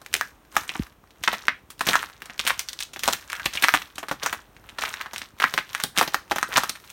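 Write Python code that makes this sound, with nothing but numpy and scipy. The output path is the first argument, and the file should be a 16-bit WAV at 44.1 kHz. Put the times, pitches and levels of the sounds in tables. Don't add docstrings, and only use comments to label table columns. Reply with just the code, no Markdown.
import sys
import numpy as np
from scipy import signal
from scipy.fft import rfft, irfft, next_fast_len
from scipy.io import wavfile
from scipy.ndimage import map_coordinates

SR = 44100
rng = np.random.default_rng(int(sys.argv[2]) if len(sys.argv) > 2 else 0)


def store_pcm(level_fs):
    pcm = np.round(np.clip(level_fs, -1, 1) * 32767).astype(np.int16)
    wavfile.write(sys.argv[1], SR, np.atleast_2d(pcm).T)


N = 305172
TOP_HZ = 16100
LEVEL_WINDOW_S = 0.002


def amp(db):
    return 10 ** (np.asarray(db) / 20)


def unit(x):
    return x / np.sqrt(np.mean(x ** 2) + 1e-20)


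def burst(x):
    energy = np.sum(x ** 2, axis=-1, keepdims=True) + 1e-20
    return x * np.sqrt(LEVEL_WINDOW_S * SR / energy)


def along(points, hz):
    f, value = np.transpose(points)
    return np.interp(np.log(hz + 1), np.log(f + 1), value)


def coloured(x, spectrum, size=2048):
    gain = amp(along(spectrum, np.fft.rfftfreq(size, 1 / SR)))
    cepstrum = irfft(np.log(gain))
    cepstrum[1:size // 2] *= 2
    cepstrum[size // 2 + 1:] = 0
    impulse = irfft(np.exp(rfft(cepstrum)))
    return signal.fftconvolve(x, impulse)[:len(x)]


def add(track, s, sound):
    part = track[max(round(s * SR), 0):][:len(sound)]
    part += sound[:len(part)]


def pop(t, hz, cycles):
    u = np.maximum(t, 0) * hz
    flow = u ** 2 * np.exp(-u / cycles) * np.sin(2 * np.pi * u)
    return burst(np.gradient(flow, axis=-1))


def grains(rate_hz, spread_db, size):
    hit = rng.random(size) < rate_hz / SR
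    sign = rng.choice([-1, 1], size)
    excess = np.minimum(rng.exponential(size=size), np.pi)
    return hit * sign * amp(spread_db * excess)


# f/Hz, relative level/dB per Hz
TOWN_SPECTRUM = [(20, -29), (35, -5), (55, -4), (90, -6), (160, -10.5), (300, -7), (600, -10),
                 (1200, -12.5), (2500, -17.5), (5000, -26.5), (16000, -24.5)]


def town(level_db=-56, sway_rate_hz=5):
    knots_db = rng.standard_normal(N * sway_rate_hz // SR + 4)
    sway_db = 1.2 * map_coordinates(knots_db, [np.arange(N) * sway_rate_hz / SR])
    rumble = unit(coloured(rng.standard_normal(N), TOWN_SPECTRUM, size=16384))
    return amp(level_db + sway_db) * rumble


# t/s, peak level/dB,
# f/Hz
BUMPS = [(0.7958, -15, 178.6), (1.868, -33, 135), (3.457, -29, 150)]
# f/Hz, level/dB
GRIP_RESPONSE = [(30, 6), (300, 2), (600, -8), (1500, -28)]
# f/Hz, relative level/dB per Hz
JOSTLE_SPECTRUM = [(25, -34), (55, 0.5), (110, -1.5), (300, -8.5), (700, -30), (2000, -60)]


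def handling(case_hz=66, case_db=-11, jostle_db=-63):
    out = amp(jostle_db) * unit(coloured(grains(12, 3.4, N), JOSTLE_SPECTRUM, size=8192))
    t = np.arange(SR // 8) / SR
    for s, db, hz in BUMPS:
        push = pop(t, hz, cycles=0.19)
        sway = amp(case_db) * pop(t - 0.001, case_hz, cycles=0.31)
        knock = coloured(push + sway, GRIP_RESPONSE)
        add(out, s, amp(db) * knock / np.abs(knock).max())
    return out


def press(t, start_s, attack_s, hold_s, release_s):
    onset = np.minimum(t - start_s, 0) / attack_s
    release = np.maximum(t - start_s - hold_s, 0) / release_s
    return np.exp(onset - release)


HEEL_ATTACK_S, HEEL_RELEASE_S = 0.015, 0.065
TOE_ATTACK_S, TOE_HOLD_S, TOE_RELEASE_S = 0.07, 0.11, 0.034
RESTING_CRUSH_DB, RESTING_GRIT_DB = -77, -82
# heel t/s, heel hold t/s, heel crush level/dB,
# heel grit level/dB, toe t/s, toe crush level/dB, toe grit level/dB
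STEPS = [(0.157, .03, -58.5, -55, 0.17, -54, -53), (0.545, 0.07, -38, -44.5, 0.73, -39.5, -50.5),
         (1.299, 0.038, -32, -55, 1.3, -48.5, -52), (1.876, 0.06, -23, -33, 2.24, -43, -64),
         (2.458, 0.02, -30, -45.5, 2.69, -51.5, -61.5), (3.053, 0.052, -29.5, -36.5, 3.34, -36, -50.5),
         (3.533, 0.26, -34.5, -44, 4.96, -36, -60), (4.231, 0.031, -27.5, -47.5, 4.66, -48.5, -63.5),
         (4.814, 0.069, -29, -41.5, 5.15, -45, -56), (5.417, 0.051, -34.5, -42.5, 5.75, -41, -56.5),
         (5.977, 0.026, -25.5, -41.5, 5.72, -42, -49.5), (6.502, 0.11, -28.5, -44, 6.82, -51, -52)]


def footwork(t):
    power = amp([[RESTING_CRUSH_DB], [RESTING_GRIT_DB]]) ** 2
    for heel_s, hold_s, crush_db, grit_db, toe_s, toe_crush_db, toe_grit_db in STEPS:
        heel_weight = press(t, heel_s, HEEL_ATTACK_S, hold_s, HEEL_RELEASE_S)
        toe_weight = press(t, toe_s, TOE_ATTACK_S, TOE_HOLD_S, TOE_RELEASE_S)
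        heel = amp([[crush_db], [grit_db]]) * heel_weight
        toe = amp([[toe_crush_db], [toe_grit_db]]) * toe_weight
        power = power + heel ** 2 + toe ** 2
    return 10 * np.log10(power)


# f/Hz, relative level/dB per Hz
LUMP_SPECTRUM = [(90, -39), (200, -22.5), (500, -12), (1000, -1.5), (1700, 1), (3000, -10.5), (5000, -22),
                 (10000, -27)]
# f/Hz, relative level/dB per Hz
CRYSTAL_SPECTRUM = [(1200, 9), (3000, 9.5), (5500, 7.5), (9000, 6.5), (13000, 9), (16000, 5)]


def loose_snow(tick_db=7, tick_hz=3300, count=480):
    crush_db, grit_db = footwork(np.arange(N) / SR)
    lumps = unit(coloured(grains(1100, 3.2, N), LUMP_SPECTRUM))
    crystals = unit(coloured(grains(2600, 6.2, N), CRYSTAL_SPECTRUM))
    out = amp(crush_db - 8.5) * lumps + amp(grit_db + 0.5) * crystals
    t = np.arange(SR // 100) / SR
    times_s = rng.uniform(0, N / SR, count)
    for when, (size, pitch) in zip(times_s, rng.standard_normal((count, 2))):
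        i = int(when * SR)
        pressure_db = (crush_db[i] + grit_db[i]) / 2
        hz = min(tick_hz * np.exp(0.55 * pitch), TOP_HZ)
        add(out, when, amp(pressure_db + tick_db + 1.4 * size) * pop(t, hz, cycles=0.31))
    return out


def varied(spectrum, count=12, humps_sd_db=3):
    hz = np.geomspace(spectrum[1][0], spectrum[-1][0], count)
    humps_db = humps_sd_db * rng.standard_normal(count)
    return [spectrum[0], *zip(hz, along(spectrum, hz) + humps_db)]


def crackle(envelope, spectrum):
    train = grains(14000, 6, len(envelope))
    return burst(coloured(train * envelope, spectrum))


def splinters(t, hz, delay_s=0.0055, scatter=0.37, cycles=0.19, count=10):
    when = LEVEL_WINDOW_S + delay_s * rng.exponential(size=(count, 1))
    pitch_hz = hz * np.exp(scatter * rng.standard_normal((count, 1)))
    strength = rng.standard_normal((count, 1)) * np.exp(-when / 0.019)
    return burst(np.sum(strength * pop(t - when, pitch_hz, cycles), axis=0))


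# f/Hz, relative level/dB per Hz
SNAP_SPECTRUM = [(100, -35), (500, -19.5), (1500, 1.5), (3500, 2.5), (6000, -1), (9000, -3.5), (13000, -3),
                 (16000, -9.5)]


def first_tick(t, hz, spread=0.45):
    pitch_hz = min(hz * np.exp(spread * rng.standard_normal()), TOP_HZ)
    return pop(t, pitch_hz, cycles=0.14) + 1.6 * crackle(np.exp(-t / 0.0022), SNAP_SPECTRUM)


def small_cracks(pop_db=2.5, snap_db=6, thud_db=-20, splinter_db=-9, scatter_db=3, pitch_hz=2000,
                 pitch_spread=0.39, least_pop_db=-53, least_snap_db=-57, busy_db=-58, idle_share=0.12,
                 count=170):
    t = np.arange(0, N / SR, 0.01)
    load = np.minimum(amp(footwork(t)[1] - busy_db), 1)
    busy = np.cumsum(idle_share + load)
    quantile = (np.arange(count) + rng.random(count)) / count
    when = np.interp(quantile, busy / busy[-1], t)
    size, pitch = rng.standard_normal((count, 2)).T
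    load_db = footwork(when) + [[pop_db], [snap_db]]
    floored_db = np.maximum(load_db, [[least_pop_db], [least_snap_db]])
    plate_db, ice_db = floored_db + scatter_db * np.clip(size, -2, 2)
    hz = pitch_hz * np.exp(pitch_spread * pitch)
    return list(zip(when, plate_db, hz, ice_db, plate_db + thud_db, np.full(count, splinter_db)))


WARNING_S, WARNING_DB = 0.014, -22
# t/s, pop level/dB, pop f/Hz, snap level/dB, thud level/dB before trim,
# splinter level/dB re the break
CRACKS = [(.0164, -41, 1230, -43, -46, -3), (.0624, -29, 1860, -34, -49, -16),
          (0.1403, -10, 2270, -10.5, -32, -27), (0.1519, -15.5, 2050, -24, -35.5, -32),
          (.1648, -38, 2320, -20.5, -41.5, -24.5), (.2112, -12.5, 1305, -21.5, -39, -17),
          (.5663, -8, 1378, -17, -25.5, -3.5), (.679, -46, 3977, -33, -63.5, -13),
          (.693, -16.5, 2520, -30, -39, -16.5), (0.7536, -26, 1300, -47, -31, 3.5),
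          (1.0398, -46, 1052, -57, -56, -19.5), (1.107, -47.5, 2390, -52, -70, -2),
          (1.2376, -18.5, 1970, -20.5, -38.5, -4), (1.2764, -8.5, 1570, -31.5, -24.5, 2.5),
          (1.3289, -24.5, 1484, -30.5, -31, 6), (1.3414, -22, 1710, -48, -37, -1),
          (1.4541, -39, 2315, -37.5, -47, -23), (1.483, -3.5, 1633, -31, -31.5, -14.5),
          (1.7032, -61, 2440, -37.5, -53, 5.5), (1.7937, -31, 3590, -31.5, -61.5, -10),
          (1.8086, -14.5, 1457, -24.5, -31, 1), (1.868, -18.5, 2050, -22, -26, 2),
          (1.8884, -10, 2900, -17, -20, -4), (1.9402, -15, 1540, -26, -44, -17),
          (1.955, -8, 1150, -19.5, -34, -3.5), (2.0291, -19, 1380, -33.5, -57, -5.5),
          (2.2201, -26.5, 1632, -33.5, -42.5, -7.5), (2.2575, -43, 2320, -34.5, -50.5, -6),
          (2.2982, -28, 1880, -47, -41, -3.5), (2.394, -12, 2990, -24, -35, -3),
          (2.4511, -32, 2530, -28, -36, -3), (2.467, -16.5, 2370, -23.5, -33, -1),
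          (2.4753, -14.5, 2070, -12.5, -42, -1.5), (2.4975, -15.5, 1600, -33, -49, 4),
          (2.5051, -14, 1620, -29, -50, -2.5), (2.5933, -22.5, 3040, -17.5, -66, -4),
          (2.6871, -25, 3820, -26.5, -71.5, -1.5), (2.7314, -24.5, 3750, -26.5, -74.5, -15),
          (2.7903, -25.5, 3640, -30.5, -63, -8.5), (2.8046, -24, 3820, -22, -68, -2.5),
          (2.8256, -25, 3940, -31, -68, 2.5), (2.9341, -42, 2230, -36.5, -48, 4.5),
          (2.9616, -26, 1760, -35.5, -35.5, -4), (2.993, -50, 2130, -26.5, -50.5, -3),
          (3.0352, -16.5, 2150, -19, -36, -2), (3.078, -14, 905, -11, -22, -23),
          (3.0852, -13, 860, -19.5, -41, -1), (3.1271, -31, 3860, -16.5, -38, -14),
          (3.1332, -17, 2640, -13.5, -37, -11), (3.3, -44, 3874, -25.5, -69, -20),
          (3.305, -30, 1450, -41, -53, -16), (3.3197, -33.5, 2684, -27, -58, -10),
          (3.3306, -18, 1555, -26.5, -55, -11), (3.3525, -25.5, 1867, -31, -56, -7),
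          (3.3975, -23.5, 1687, -36, -55, -11), (3.4573, -28, 964, -15.5, -46, -8),
          (3.4601, -10.5, 2350, -30, -29, -6.5), (3.5352, -30, 2820, -37.5, -56, 7),
          (3.553, -23, 2230, -28, -38.5, 0), (3.5732, -18, 2390, -31, -57, -15),
          (3.624, -16, 2580, -19, -31.5, 1), (3.6371, -8.5, 1734, -26.5, -28, -8),
          (3.6407, -4, 1820, -14.5, -43, -5), (3.6845, -6.5, 1430, -14, -44, -7),
          (3.6909, -8, 1680, -35, -49, -20), (3.7393, -6.5, 1634, -19.5, -20.5, -1.5),
          (3.7465, -10, 1258, -18.5, -50, -4), (3.8223, -25.5, 2517, -35, -62, -21),
          (3.9571, -46, 4010, -33, -56, -9), (3.9814, -24.5, 1403, -29, -36.5, 1),
          (4.0293, -30, 847, -44.5, -34, 7.5), (4.0846, -26.5, 1240, -33.5, -41, 3),
          (4.1129, -17, 1141, -27.5, -23.5, 0.5), (4.2328, -23, 3000, -23, -29, -3),
          (4.261, -15, 1250, -19.5, -42, 1), (4.3284, -18, 1470, -25.5, -35, 0.5),
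          (4.5661, -39, 2000, -54, -55, -6), (4.6902, -32.5, 2133, -45, -59, 0.5),
          (4.785, -24.5, 1510, -35, -39, 6), (4.8204, -23.5, 2018, -31, -42, 4.5),
          (4.8374, -17, 1164, -27, -53.5, -10), (4.852, -19.5, 2100, -35, -47, 0),
          (4.9405, -20, 1670, -28.5, -58, -40), (5.012, -19, 1850, -30.5, -47, -5),
          (5.1337, -33.5, 910, -34.5, -38.5, 5), (5.1612, -21, 2175, -31, -50, -7),
          (5.217, -24, 1890, -34.5, -43, -3), (5.1812, -27, 2970, -25.5, -63, -5),
          (5.4009, -16.5, 1688, -27.5, -30, 0), (5.4202, -14.5, 1350, -30, -37, 3.5),
          (5.4371, -14, 1570, -35, -45, -2), (5.4407, -4.5, 1340, -24.5, -29, -17),
          (5.5393, -18.5, 1360, -18, -29, -9), (5.5777, -8.5, 1643, -22.5, -31, -2),
          (5.7494, -14.5, 1610, -21, -43, -11), (5.8009, -21, 1616, -29, -57, -2),
          (5.8376, -21.5, 3430, -11.5, -27, -11), (5.9756, -11, 2896, -18, -25.5, -1),
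          (5.9857, -10, 1990, -12, -26, -12), (5.992, -12, 1920, -18, -26, -2),
          (6.0122, -7, 970, -17.5, -34, -5), (6.0274, -17, 1410, -22.5, -28, -1),
          (6.0769, -43, 830, -21, -28.5, -7), (6.1444, -10, 1230, -14, -26.5, -15),
          (6.312, -16.5, 800, -23.5, -37, 0), (6.318, -14, 1660, -29, -20.5, -4.5),
          (6.36, -21.5, 1380, -26, -24.5, 1.5), (6.384, -15.5, 1420, -23.5, -35, -5.5),
          (6.4289, -10, 1326, -19.5, -31.5, -10), (6.5398, -23, 1845, -23.5, -39.5, -24),
          (6.559, -15, 1855, -32.5, -29.5, 8), (6.5713, -10.5, 1299, -12, -24.5, -3),
          (6.5791, -6, 1096, -15, -24.5, -5.5), (6.635, -18, 1027, -22.5, -36, -2),
          (6.6946, -33.5, 2880, -14, -35, -15.5), (6.7535, -33.5, 1590, -43, -55, 3),
          (6.9011, -42, 3575, -33.5, -60, -6)]
# f/Hz, relative level/dB per Hz
THUD_SPECTRUM = [(30, -2.5), (70, -19), (150, -3.5), (300, 3), (450, 2), (800, 4), (2000, -41.5),
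                 (8000, -89)]


def crust(shard_hz=6000, lead_db=-15):
    out, t = np.zeros(N), np.arange(SR // 20) / SR
    for s, pop_db, hz, snap_db, thud_db, splinter_db in [*CRACKS, *small_cracks()]:
        plate = amp(pop_db) * pop(t, hz, cycles=0.28)
        tint = varied(SNAP_SPECTRUM)
        shard_pitch_hz = min(shard_hz * np.exp(0.4 * rng.standard_normal()), TOP_HZ)
        shard = pop(t, shard_pitch_hz, cycles=0.41)
        ice = amp(snap_db) * (crackle(np.exp(-t / 0.0034), tint) + 0.67 * shard)
        thud = amp(thud_db + 2.5) * crackle(np.exp(-t / 0.0056), THUD_SPECTRUM)
        chips = amp(snap_db + 4.5) * crackle(np.exp(-t / 0.012), tint)
        debris = amp(pop_db) * splinters(t, hz) + chips
        polarity = rng.choice([-1, 1])
        add(out, s, polarity * (plate + ice + thud) + amp(splinter_db) * debris)
        crazing = crackle(np.exp(-t[::-1] / 0.0045), SNAP_SPECTRUM)
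        add(out, s - len(t) / SR, amp(snap_db + lead_db) * crazing)
        tick_s = s - WARNING_S * rng.uniform(0.5, 1.2)
        tick_db = (pop_db + snap_db) / 2 + WARNING_DB
        add(out, tick_s, amp(tick_db) * first_tick(t, hz))
    return out


# t/s, level/dB, f/Hz, decay constant t/s
SQUEAKS = [(0.145, -30, 2250, 0.011), (0.215, -17, 1740, 0.013), (0.697, -21.5, 2640, 0.0062),
           (1.487, -18, 1900, 0.018), (1.938, -8.5, 1672, 0.016), (2.508, -36.5, 1650, 0.013),
           (3.333, -25, 1540, 0.029), (3.4, -24.5, 1590, 0.015), (3.574, -14.5, 2570, 0.0096),
           (3.692, -28, 1720, 0.015), (5.443, -9.5, 1870, 0.011), (5.753, -25, 1630, .016),
           (6.432, -19, 1460, 0.017)]


def squeaks(cycles=0.9, waver=0.08):
    out, t = np.zeros(N), np.arange(SR // 10) / SR
    for s, db, hz, life_s in SQUEAKS:
        steps = np.cumsum(rng.uniform(0.66, 2, (20, 1)), axis=0)
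        when = (steps - steps[0]) * life_s / 8
        pitch_hz = hz * np.exp(waver * rng.standard_normal(when.shape))
        slips = np.exp(-when / life_s) * pop(t - when, pitch_hz, cycles)
        add(out, s, amp(db) * burst(slips.sum(axis=0)))
    return out


# f/Hz, t60/s
STREET_DECAY = [(150, 0.18), (600, 0.12), (1700, 0.2), (4000, 0.24), (9000, 0.24), (16000, 0.15)]
# f/Hz, relative level/dB
WALL_SPECTRUM = [(150, 4), (280, 3), (650, -2), (1150, -3), (1850, -1.5), (2900, -4.5), (4500, -4),
                 (9000, -5), (16000, 0)]


def street(x, ground_db=-16, ground_delay_s=0.0072, tail_db=-11, count=14):
    t = np.arange(N) / SR
    wet = np.zeros(N)
    places_s = np.linspace(0, N / SR, count)
    for nearness in np.eye(count):
        hz, age, z = signal.stft(rng.standard_normal(SR // 2), SR, nperseg=256)
        decay_db = -60 * age / along(STREET_DECAY, hz)[:, None]
        fade = amp(along(WALL_SPECTRUM, hz)[:, None] + decay_db)
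        tail = signal.istft(z * fade, SR, nperseg=256)[1]
        tail *= 1 - np.exp(-(np.arange(len(tail)) / SR / 0.0048) ** 2)
        tail /= np.linalg.norm(tail)
        share = np.interp(t, places_s, nearness)
        near = np.flatnonzero(share)
        echo = signal.fftconvolve(x[near] * np.sqrt(share[near]), tail)
        add(wet, t[near[0]], echo)
    delayed = np.interp(t - ground_delay_s, t, x, left=0)
    bounce = coloured(delayed, [(2000, -7.0), (8000, -6.5)])
    return amp(ground_db) * bounce + amp(tail_db) * wet


def scene():
    steps = crust() + squeaks() + loose_snow()
    return (steps + street(steps) + handling() + town())[None]


# f/Hz, level/dB
PICKUP_RESPONSE = [(20, -12.5), (45, 4), (300, 0), (520, -1.5), (1050, 0), (2200, -4.5), (4000, -3),
                   (4800, -6), (5600, -2.5), (6700, -3.5), (7600, -6), (9000, -3.5), (10500, -8.5),
                   (12000, -4.5)]


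def record(dry):
    x = np.clip(coloured(dry[0], PICKUP_RESPONSE), -1, 1)
    size = next_fast_len(N + SR // 2)
    in_band = np.fft.rfftfreq(size, 1 / SR) < TOP_HZ
    return irfft(rfft(x, size) * in_band, size)[None, :N]


dry = scene()
out = record(dry)
store_pcm(out)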